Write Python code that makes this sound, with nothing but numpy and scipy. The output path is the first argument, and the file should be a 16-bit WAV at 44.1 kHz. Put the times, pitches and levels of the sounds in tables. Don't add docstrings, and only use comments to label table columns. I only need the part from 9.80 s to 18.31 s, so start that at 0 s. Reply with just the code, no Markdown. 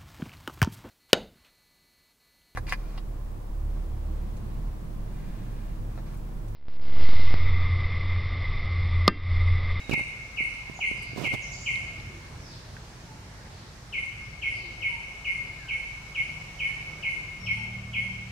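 import sys
import numpy as np
from scipy import signal
from scipy.fft import rfft, irfft, next_fast_len
from scipy.io import wavfile
from scipy.ndimage import uniform_filter1d, map_coordinates

SR = 44100
rng = np.random.default_rng(int(sys.argv[2]) if len(sys.argv) > 2 else 0)


def dump(signal):
    limited = np.clip(np.atleast_2d(signal).T, -1, 1)
    pcm = np.round(limited * 32767).astype(np.int16)
    wavfile.write(sys.argv[1], SR, pcm)


N = 375291

# (frequency [Hz], relative level [dB])
AIR_COLOUR = [(13, -58), (22, -14), (38, -11.5), (114, -1.5), (177, -10), (275, -17.5), (502, -19),
              (869, -18.5), (1180, -20), (1630, -21), (2090, -22), (2910, -26.5), (3720, -26.5),
              (5770, -26), (15500, -49)]
# (frequency [Hz], likeness [0 to 1])
EAR_LIKENESS = [(60, 1), (180, 0.96), (550, 0.58), (1650, 0.081), (4970, 0), (15000, 0.021)]
# (pitch [Hz], level [dB])
IDLE_TONES = [(35.4, -57.5), (53.3, -53)]
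# (time [s], cycle rate [Hz])
ENGINE_SPEED = [(6.27, 35.8), (6.61, 38.7), (7.14, 38.5), (7.25, 36.6), (7.57, 36.3), (8.1, 38.28),
                (8.51, 37.64)]
# (multiple of the cycle rate, relative level [dB])
ENGINE_TONES = [(2, -11), (3, -1.5), (5, -6.5), (6, -15)]
# (frequency [Hz], t60 [s])
WOOD_FADE = [(500, .9), (2150, 1.55), (2900, 1.57), (6000, 1.2), (9000, 0.9)]
# (time [s], length [s], starting pitch [Hz], final pitch [Hz], level [dB])
CHIRPS = [(0, 0.087, 3900, 3750, -52), (0.933, 0.056, 7200, 6140, -52), (1.149, 0.14, 5200, 4340, -54.5),
          (1.609, 0.042, 7200, 5190, -44), (1.712, .033, 7710, 4880, -41), (1.807, 0.025, 7650, 5780, -42),
          (2.253, 0.18, 401, 337, -58.5), (2.598, .17, 6150, 3710, -52.5), (3.269, 0.087, 930, 861, -57.5),
          (3.696, 0.15, 5200, 3700, -58.5), (4.681, 0.21, 5370, 3930, -55), (4.813, 0.104, 405, 336, -58),
          (5.083, .12, 1033, 904, -55.5), (5.774, .14, 1876, 1524, -56), (6.856, 0.15, 1640, 1873, -59),
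          (7.596, 0.062, 5400, 5580, -49.5), (7.766, .054, 920, 868, -55)]
# (time [s], peak level [dB], pitch [Hz], t60 [s], left over right [dB])
TICKS = [(.99, -28.5, 806, 0.029, -5), (1.223, -44, 8600, 0.15, -9), (1.956, -32.5, 3660, 0.013, 13.5),
         (2.2, -37.5, 3860, 0.019, 5), (2.737, -36, 3700, 0.0087, -2), (2.966, -34.5, 1610, 0.043, -4),
         (4.256, -45, 7500, .02, 0)]
# (time [s], strength [dB])
BUMPS = [(0.0948, -7.5), (.112, -8), (.137, -16), (0.178, -17), (.21, -20), (.607, -18), (0.898, -18),
         (1.114, -15), (1.333, -21.5), (1.362, -16.5), (1.381, -15), (1.415, -14.5), (1.536, -18)]
# (time [s], length [s], level [dB])
STROKES = [(0.136, 0.0024, -24.5), (0.195, .003, -34), (1.376, 0.1, -31.5), (1.54, 0.0069, -25)]
# (frequency [Hz], relative level [dB])
RUB_COLOUR = [(40, -9), (120, 9), (350, 1), (800, -3.5), (1600, -14.5), (5000, -18), (9000, -26),
              (15000, -34)]
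# (multiple of the pitch, relative level [dB])
OVERTONES = [(2, -34.5), (3, -36.5), (4, -32.5), (5, -43)]
# (delay [s], relative level [dB])
FIRST_ECHOES = [(.045, -19.5), (.075, -15)]
SECOND_ECHOES = [(.028, -12.5), (.06, -17.5)]
# (time [s], level [dB], starting pitch [Hz], held pitch [Hz])
WHISTLES = [(-.33, -24.5, 3020, 2142), (.103, -22.5, 2930, 2146), (.562, -23, 3025, 2143),
            (.998, -22.5, 3086, 2141), (1.427, -23.5, 3128, 2134), (1.849, -23, 3186, 2151),
            (4.123, -27, 3165, 2157), (4.615, -26, 3216, 2162), (5.015, -26, 3127, 2177),
            (5.444, -25.5, 3093, 2153), (5.881, -27, 3136, 2184), (6.346, -26, 3198, 2182),
            (6.789, -25.5, 3218, 2187), (7.224, -26, 3120, 2165), (7.659, -25.5, 3270, 2168),
            (8.130, -26, 3297, 2173)]


def amp(db):
    return 10 ** (np.asarray(db) / 20)


def unit(x):
    return x / np.sqrt(np.mean(x ** 2) + 1e-20)


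def along(points, hz):
    f, v = np.transpose(points)
    return np.interp(np.log(hz + 1), np.log(f + 1), v)


def wobble(rate, size=N):
    return map_coordinates(rng.standard_normal(int(size * rate / SR) + 4), [np.arange(size) * rate / SR])


def fade_in(s, swell_s):
    return (1 + np.tanh((np.arange(N) / SR - s) / swell_s)) / 2


def filtered(x, response):
    size = x.shape[-1]
    padded = next_fast_len(size + 8192)
    return irfft(rfft(x, padded) * response(np.fft.rfftfreq(padded, 1 / SR)), padded)[..., :size]


def pan(db):
    return amp([[db / 2], [-db / 2]])


def add(track, s, sound):
    start = round(s * SR)
    heard = sound[..., max(-start, 0):N - start]
    track[:, max(start, 0):max(start, 0) + heard.shape[-1]] += heard


def traffic_and_leaves(traffic_db=-48.5, leaves_db=-55.5, drift_db=0.94):
    swell_db = 1.13 / (1 + (np.arange(N) / SR - 2.6) ** 2)
    traffic_gain = amp(traffic_db + swell_db - drift_db * wobble(1))
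    leaves_gain = amp(leaves_db - drift_db * wobble(0.73))
    spectrum = signal.stft(rng.standard_normal((2, N)), nperseg=1024)[2]
    patches = uniform_filter1d(rng.standard_normal(spectrum.shape[1:]), size=8, axis=0)
    patches_db = unit(uniform_filter1d(patches, size=14, axis=1))
    noise = signal.istft(spectrum * amp(patches_db), nperseg=1024)[1][:, :N]
    spread = lambda f: np.arccos(np.clip(along(EAR_LIKENESS, f), 0, 1)) / 2
    mid, side = filtered(noise, lambda f: amp(along(AIR_COLOUR, f)) * [np.cos(spread(f)), np.sin(spread(f))])
    both = np.array([mid + side, mid - side])
    rumble = filtered(both, lambda f: 1 / (1 + (f / 450) ** 4))
    hiss = both - rumble
    level_in = lambda low, high: np.std(filtered(mid, lambda f: (f > low) & (f < high)))
    traffic = traffic_gain * rumble / level_in(60, 400)
    leaves = leaves_gain * hiss / level_in(500, 1700)
    return pan(-0.9) * (traffic + leaves)


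def engines(drone_db=-53.5, pull_db=-42, throttle_s=0.032):
    t = np.arange(N) / SR
    rate_hz = np.interp(t, *np.transpose(ENGINE_SPEED)) * (1 + 0.0036 * wobble(10))
    phase = 2 * np.pi * np.cumsum(rate_hz) / SR
    tone = lambda k: np.sin(k * phase + rng.uniform(0, 2 * np.pi)) * amp(1.4 * wobble(8.3))
    pull = amp(pull_db) * fade_in(7.6, throttle_s) * sum(amp(db) * tone(k) for k, db in ENGINE_TONES)
    drone = amp(drone_db) * fade_in(6.28, throttle_s) * tone(4)
    idle = sum(amp(db + 1.2 * wobble(5)) * np.sin(2 * np.pi * hz * t + 1.6 * wobble(4.42))
               for hz, db in IDLE_TONES)
    return np.sqrt(2) * (pull + drone + idle) * pan(-0.59)


def wood_echo(early_db, early_t60, rise_s):
    hz, t, spectrum = signal.stft(rng.standard_normal((2, SR)), SR, nperseg=256)
    far = amp(-60 * t / along(WOOD_FADE, hz)[:, None])
    near = amp(early_db - 60 * t / early_t60)
    onset = 1 - np.exp(-t / rise_s)
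    tail = signal.istft(spectrum * (far + near) * onset, SR, nperseg=256)[1][:, :SR]
    return unit(tail) / np.sqrt(SR)


def leaf_smear(t60=.11):
    t = np.arange(SR // 16) / SR
    smear = rng.standard_normal((2, len(t))) * amp(-60 * t / t60)
    return smear / np.linalg.norm(smear[0])


def scattered(sound, echo):
    heard = signal.fftconvolve(sound[None], echo, axes=1)
    return heard * np.linalg.norm(sound) / np.linalg.norm(heard, axis=1, keepdims=True)


def twitter(count=18, length_s=.05, low_hz=5180, high_hz=7300, end_ratio=.76, db=-61):
    when, height = rng.random((count, 2)).T
    times = (np.arange(count) + when) / count * (N / SR - length_s)
    pitches = low_hz + height * (high_hz - low_hz)
    return [(s, length_s, hz, hz * end_ratio, db) for s, hz in zip(times, pitches)]


def far_birds():
    calls = np.zeros((2, N))
    for s, length, from_hz, to_hz, db in CHIRPS + twitter():
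        progress = np.linspace(0, 1, int(length * SR))
        glide = (1 - progress) ** (3.1 / (1 + from_hz / 4000))
        rasp = .3 * min(from_hz / 5000, 1) ** 3 * (1 - glide) * wobble(900, size=len(progress))
        hz = to_hz + (from_hz - to_hz) * (glide + rasp)
        breath = np.sqrt(np.abs(np.sin(np.pi * progress)))
        add(calls, s, amp(db) * unit(breath * np.sin(2 * np.pi * np.cumsum(hz) / SR)))
    straight = filtered(calls, lambda f: amp(-9) + .6 / (1 + (f / 2500) ** 4))
    return straight + scattered(calls[0], wood_echo(early_db=2, early_t60=.4, rise_s=.015))[:, :N]


def ticks(sharpness=2.7):
    out, t = np.zeros((2, N)), np.arange(SR // 10) / SR
    for s, db, hz, t60, side_db in TICKS:
        burst = rng.standard_normal((2, len(t))) * amp(-60 * t / t60)
        snap = filtered(burst, lambda f: (1j * f * hz / (sharpness * (hz**2 - f**2) + 1j * f * hz)) ** 2)
        add(out, s, amp(db) * pan(side_db) * snap / np.abs(snap).max())
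    return out


def bumps(swing_hz=270, damping=3.0, scrape_t60=0.059):
    out, t = np.zeros((2, N)), np.arange(SR // 10) / SR
    cycles = swing_hz * t
    push = -np.sin(2 * np.pi * cycles) * np.exp(-damping * cycles - (cycles / 1.8) ** 2)
    hardest_db = max(db for _, db in BUMPS)
    soften = lambda f: 1 / np.hypot(1, f / 2500) / np.hypot(1, f / 9000)
    for s, db in BUMPS:
        scrape = unit(filtered(rng.standard_normal(len(t)), soften))
        scrape_db = -25 + 0.47 * (db - hardest_db)
        add(out, s, amp(db) * (push + amp(scrape_db - 60 * t / scrape_t60) * scrape))
    return out


def brushing(grain_db=1.5, rise_db_per_s=800, fall_db_per_s=1500):
    t = np.arange(N) / SR
    grains = rng.standard_normal(N) * amp(grain_db * wobble(350))
    rub = unit(filtered(grains, lambda f: amp(along(RUB_COLOUR, f))))
    strength = np.zeros(N)
    for s, length, db in STROKES:
        before, after = np.maximum(s - t, 0), np.maximum(t - s - length, 0)
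        strength += amp(db - rise_db_per_s * before - fall_db_per_s * after)
    return strength * rub


def whistle(top_hz, held_hz, fall_s, length_s=.07, attack_s=.003, droop_hz=105):
    t = np.arange(int(length_s * SR)) / SR
    swell = amp(4 * np.minimum(t / .05 - 1, 0))
    release = (1 + np.tanh((t - .0569) / .0024)) / 2
    breath = (1 - np.exp(-t / attack_s)) * swell * (1 - release)
    glide = np.exp(-(t / fall_s) ** 1.6)
    hz = held_hz + (top_hz - held_hz) * glide - droop_hz * release
    waver = (.002 + .01 * glide) * wobble(400, size=len(t))
    phase = 2 * np.pi * np.cumsum(hz * (1 + waver)) / SR
    tone = breath * np.sin(phase)
    overtones = breath ** 2 * (1 - glide) * sum(amp(db) * np.sin(k * phase) for k, db in OVERTONES)
    return np.array([tone, overtones]) / np.std(tone)


def bird(calls, clumps, fall_s, direct_db, shade_hz, echo_db, side_db, early_db, drift=0.88):
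    out, shimmer = np.zeros((2, N)), np.zeros((2, N))
    trees = lambda: wood_echo(early_db, early_t60=.33, rise_s=.005)
    perch = trees()
    for s, db, top_hz, held_hz in calls:
        tone, overtones = amp(db) * whistle(top_hz, held_hz, fall_s)
        straight = filtered(tone, lambda f: 1 / (1 + (f / shade_hz) ** 10))
        add(out, s, amp(direct_db) * pan(side_db) * straight)
        echo = (perch + drift * trees()) / np.hypot(1, drift)
        for delay, clump_db in clumps:
            add(echo, delay, amp(clump_db) * leaf_smear())
        add(out, s, amp(echo_db) * scattered(tone, echo))
        add(shimmer, s, overtones)
    return out + scattered(shimmer[0], wood_echo(early_db=4, early_t60=.5, rise_s=.04))[:, :N]


def scene(move_s=3):
    first = bird([w for w in WHISTLES if w[0] < move_s], FIRST_ECHOES, fall_s=.017,
                 direct_db=-4.0, shade_hz=2320, echo_db=-2.6, side_db=-2.5, early_db=4)
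    second = bird([w for w in WHISTLES if w[0] > move_s], SECOND_ECHOES, fall_s=.0142,
                  direct_db=-8.5, shade_hz=3080, echo_db=-0.2, side_db=3.0, early_db=0)
    birds = first + second + far_birds()
    touches = (bumps() + brushing()) * amp([[-24], [0]])
    return birds + touches + ticks() + engines() + traffic_and_leaves()


def record(dry):
    low_hz, top_hz = 30, 15720
    return filtered(dry, lambda hz: (hz < top_hz) / np.hypot(1, (low_hz / (hz + 1)) ** 12))


dry = scene()
out = record(dry)
dump(out)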